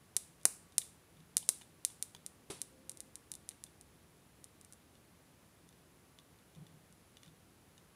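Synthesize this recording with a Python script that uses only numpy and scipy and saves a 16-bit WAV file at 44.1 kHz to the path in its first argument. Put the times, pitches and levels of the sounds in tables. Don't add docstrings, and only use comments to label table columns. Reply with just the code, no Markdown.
import sys
import numpy as np
from scipy import signal
from scipy.fft import rfft, irfft
from scipy.io import wavfile

SR = 44100
rng = np.random.default_rng(int(sys.argv[2]) if len(sys.argv) > 2 else 0)


def to_wav(sig):
    pcm = np.clip(np.atleast_2d(sig), -1, 1) * 32767
    pcm = np.round(pcm).astype(np.int16)
    wavfile.write(sys.argv[1], SR, pcm.T)


N = 350595
TIME = np.arange(N) / SR


def amp(db):
    return 10 ** (np.asarray(db) / 20)


def read(points, hz):
    f, value = np.transpose(points)
    return np.interp(np.log(hz + 1), np.log(f + 1), value)


def bell(hz, centre_hz, width_hz):
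    return 1 / (1 + (2 * (hz - centre_hz) / width_hz) ** 2)


def add(mix, s, sound):
    part = mix[max(round(s * SR), 0):][:len(sound)]
    part += sound[:len(part)]


def through(x, response):
    return signal.fftconvolve(x, response)[:len(x)]


def causal(gain_db, size=4096):
    log_gain = np.log(amp(gain_db(abs(np.fft.fftfreq(size, 1 / SR)))))
    phase = -signal.hilbert(log_gain).imag
    return np.fft.ifft(np.exp(log_gain + 1j * phase)).real[:size // 2]


def unit_energy(x):
    return x / np.linalg.norm(x)


def noise(gain_db):
    gain = amp(gain_db(np.fft.rfftfreq(N, 1 / SR)))
    coloured = irfft(rfft(rng.standard_normal(N)) * gain, N)
    return coloured / np.sqrt(np.mean(coloured ** 2) + 1e-20)


def room_tone(level_db=-65, treble_hz=9980, hum_hz=89.2, hum_db=-78, road_db=-72):
    # f/Hz, level/dB
    colour = [(20, -35), (40, -13.5), (65, -3.5), (110, -2.5), (200, -5), (310, -6.5), (600, -13),
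              (1100, -16), (2200, -19.5), (5000, -24.5), (8500, -25), (10000, -24), (11500, -25.5),
              (15500, -30.5)]
    floor = amp(level_db) * noise(lambda hz: read(colour, hz) + 8.5 * bell(hz, treble_hz, 270))
    hum = amp(hum_db) * np.sin(2 * np.pi * hum_hz * TIME)
    thin_tone = amp(-88) * noise(lambda hz: 20 * np.log10(bell(hz, 1141, 8.2)))
    swell = np.exp(-((TIME - 2.95) / 0.83) ** 2)
    road = amp(road_db) * swell * noise(lambda hz: 20 * np.log10(bell(hz, 280, 250)))
    return floor + hum + thin_tone + road


def far_whine(climb_at_s=1.95, start_hz=204, climb_hz_per_s=82, top_hz=262, peak_s=2.796, peak_db=-67):
    pitch = np.minimum(start_hz + climb_hz_per_s * np.maximum(TIME - climb_at_s, 0), top_hz)
    passing_db = peak_db - 32 * abs(TIME - peak_s)
    drift, flicker = (noise(lambda hz: -40 * np.log10(1 + hz / 25)) for _ in range(2))
    phase = 2 * np.pi * np.cumsum(pitch * (1 + 0.0122 * drift)) / SR
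    return amp(passing_db + 3 * flicker) * (amp(-3) * np.sin(phase) + np.sin(2 * phase))


def loose_knock(start_s=2.5003, level_db=-43.5, clatter_s=0.021, tail_db=-4, t60=0.41, body_hz=385):
    # f/Hz, level/dB
    colour = [(35, -32), (70, -7), (140, 6.5), (280, 2), (385, 6.5), (500, -1), (1100, -2.5), (1450, -6.5),
              (3500, -3), (6500, -7), (10000, -0.5), (12000, -15), (15500, -25)]
    age = np.maximum(TIME - start_s, 0)
    attack = 1 - np.exp(-age / 0.00045)
    burst = np.exp(-(age / clatter_s) ** 4) * (1 - amp(tail_db))
    tail = amp(tail_db - 60 * age / t60)
    clatter = amp(level_db) * attack * (burst + tail) * noise(lambda hz: read(colour, hz))
    body = amp(-44 - 60 * age / 0.095) * np.sin(2 * np.pi * body_hz * age)
    return clatter + body


def desk_bumps(desk_hz=162, rub_db=-27, idle_db=-77):
    # t/s, level/dB, length/s
    bumps = [(1.088, -67, 0.3), (2.125, -67, 0.16), (6.556, -57, 0.2), (6.697, -69, 0.13),
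             (7.254, -64, 0.1)]
    push = np.full(N, amp(idle_db))
    for s, db, length in bumps:
        age = np.maximum(TIME - s, 0) / (length / 4)
        push += amp(db) * age * np.exp(1 - age)
    desk = noise(lambda hz: 20 * np.log10(bell(hz, desk_hz, 40) + amp(rub_db) * bell(hz, 400, 900)))
    return push * desk


def room_tail():
    # f/Hz, level/dB, t60/s
    bands = [(150.1, 1, 0.29), (1000, -3.5, 0.41), (3970, 0, .41), (6500, -2.5, 0.37), (9700, 1.5, .36),
             (11500, -0.5, 0.3), (14000, 3, .29)]
    hz, t, spectrum = signal.stft(rng.standard_normal(SR // 2), SR, nperseg=256)
    colour_db, t60 = (read(np.array(bands)[:, [0, k]], hz)[:, None] for k in (1, 2))
    tail = signal.istft(spectrum * amp(colour_db - 60 * t / t60), SR, nperseg=256)[1]
    build_up = 1 - np.exp(-np.arange(len(tail)) / SR / 0.0029)
    return unit_energy(build_up * tail)


def microphone_port(ring_hz=9350, dip_hz=3250, lift_hz=3560):
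    return causal(lambda hz: 6 * bell(hz, ring_hz, 520)
                  - 8 * bell(hz, dip_hz, 160)
                  + 2 * bell(hz, lift_hz, 520))


def desk_to_microphone(sound, room_db=-14, clutter_db=-13, clutter_t60=0.028):
    # delay/ms, gain
    echoes = [(.54, 0.12), (1.02, .13), (1.68, 0.11), (2.6, 0.13), (5.0, 0.0699), (5.8, 0.11), (6.4, .05),
              (12.0, 0.064), (15.0, 0.0302)]
    tail = room_tail()
    t = np.arange(len(tail)) / SR
    scatter = rng.standard_normal(len(t)) * amp(-60 * t / clutter_t60) * (1 - np.exp(-t / 0.00042))
    near = amp(clutter_db) * unit_energy(scatter)
    near[0] += 1
    for ms, gain in echoes:
        near[round(ms * SR / 1000)] += gain
    return through(sound, through(near, microphone_port()) + amp(room_db) * tail)


def lead_taps(ring_db=-1.34, scratch_db=-9, usual_db=-35, skid_s=0.0024, can_hz=940, can_t60=0.037):
    # t/s, level/dB, rocking of the capacitor's can (0-1)
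    taps = [(0.4137, -45, 0), (0.723, -41.5, 0), (0.8171, -24.5, 0), (1.1697, -45.5, 0), (1.2041, -45, 0),
            (1.4283, -31.5, .8), (1.6131, -34, 0.97), (1.6189, -33, 0.1), (1.9015, -37, 0.9),
            (2.149, -25, 0.63), (3.339, -36, 0), (3.51, -36.5, 0), (3.5168, -39, 0), (3.6654, -39, 0.02),
            (4.9537, -43, 0), (5.6901, -43.5, 0), (5.727, -45, 0), (6.1879, -32.5, 0), (6.3878, -45.5, 0),
            (6.5501, -41, 0), (6.5593, -46, 0), (6.667, -38.5, 0), (7.17, -33.5, 0.02), (7.2328, -33.5, 0),
            (7.251, -43, 0), (7.2616, -41, 0.1), (7.2786, -41.5, 0), (7.7794, -38, 0)]
    # f/Hz, level/dB, t60/s
    modes = [(2420, -8, .011), (2980, -3, .012), (3520, 5, .011), (4325, -8, .005), (5960, -13, .007),
             (6460, -12, .006)]
    # f/Hz, level/dB
    scratch_colour = [(200, -22), (1800, -14), (4000, -1.5), (7500, -3), (9500, -0.5), (11200, -5.5),
                      (13000, -16.5), (16000, -25.5)]
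    slip = causal(lambda hz: read(scratch_colour, hz))
    t = np.arange(len(slip)) / SR
    mode_hz, mode_db, t60 = np.transpose(modes)[:, :, None]
    rebounds = [(s + rng.uniform(0.004, 0.016), db - 12, 0) for s, db, _ in taps]
    touches = taps + rebounds
    chance = rng.standard_normal((len(touches), 2, len(modes), 1))
    for (s, db, rock), (detune, strike) in zip(touches, chance):
        decay = amp(mode_db + 2 * strike - 60 * t / t60)
        terminal = (decay * np.cos(2 * np.pi * mode_hz * (1 + 0.02 * detune) * t)).sum(0)
        skid = rng.standard_normal(len(t)) ** 3 * np.exp(-(t / skid_s) ** 2)
        skid[0] = np.linalg.norm(skid)
        ring = amp(ring_db) * unit_energy(through(terminal, skid))
        loss_db = 0.5 * max(db - usual_db, 0)
        scratch = amp(scratch_db - loss_db) * unit_energy(through(slip, skid))
        can = rock * amp(-19 - 60 * t / can_t60) * np.sin(2 * np.pi * can_hz * t)
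        yield s, amp(db) * (ring + scratch + can)


def sparks(drain_db_per_s=7.5, crack_db=-0.23, pop_db=-15, knee_db=-3.5, restrike_db=12, cool_s=0.02):
    # t/s, level/dB above or below the steady fall
    strikes = [(0.1664, -2), (0.1695, -12), (0.4331, -34), (0.4543, 8), (0.7821, 6), (1.369, 9.5),
               (1.3796, -2.5), (1.4902, 11), (1.492, 7), (1.85, 10), (2.0258, 5), (2.2637, -1), (2.617, 7),
               (2.8955, 4.5), (2.9173, -6.5), (2.973, -7.5), (3.0048, 2.5), (3.1562, 1.5), (3.3175, 7.5),
               (3.3388, -2), (3.353, 0), (3.4905, 9), (3.639, 6), (3.8117, -3), (4.4428, 6.5), (4.6127, 1),
               (4.6486, 1), (4.725, 4), (4.734, 2), (5.6903, 0.5), (6.9262, 11)]
    # f/Hz, level/dB
    crack_colour = [(100, -45.5), (1000, -29.5), (2400, -13), (3800, -9.5), (5000, -8), (6500, -4.5),
                    (8200, -2), (9400, -0.5), (10800, -3.5), (12300, -12.5), (14500, -20.5), (16000, -28.5)]
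    # f/Hz, level/dB
    pop_colour = [(30, -20.5), (120, -4.5), (900, 0.5), (1700, -2.5), (3000, 1), (6000, -17),
                  (16000, -38.5)]
    crack = unit_energy(causal(lambda hz: read(crack_colour, hz)))
    pop = causal(lambda hz: read(pop_colour, hz))
    last_s = -np.inf
    for s, contact_db in strikes:
        db = contact_db - drain_db_per_s * s
        growth_db = 1.1 * max(db - knee_db, 0)
        hot_air_db = restrike_db * np.exp(-abs(s - last_s) / cool_s)
        yield s, amp(db) * (amp(crack_db) * crack + amp(pop_db + growth_db + hot_air_db) * pop)
        last_s = s


def scene():
    contacts = np.zeros(N)
    for s, sound in [*sparks(), *lead_taps()]:
        add(contacts, s, sound)
    close = desk_to_microphone(contacts)
    return (close + loose_knock() + desk_bumps() + far_whine() + room_tone())[None]


def record(dry, headroom=1.4, edge_hz=15650):
    rounded = headroom * np.tanh(dry / headroom)
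    lowpass = signal.firwin(255, edge_hz, window=("kaiser", 8), fs=SR)
    return signal.oaconvolve(rounded, lowpass[None], "same")


dry = scene()
out = record(dry)
to_wav(out)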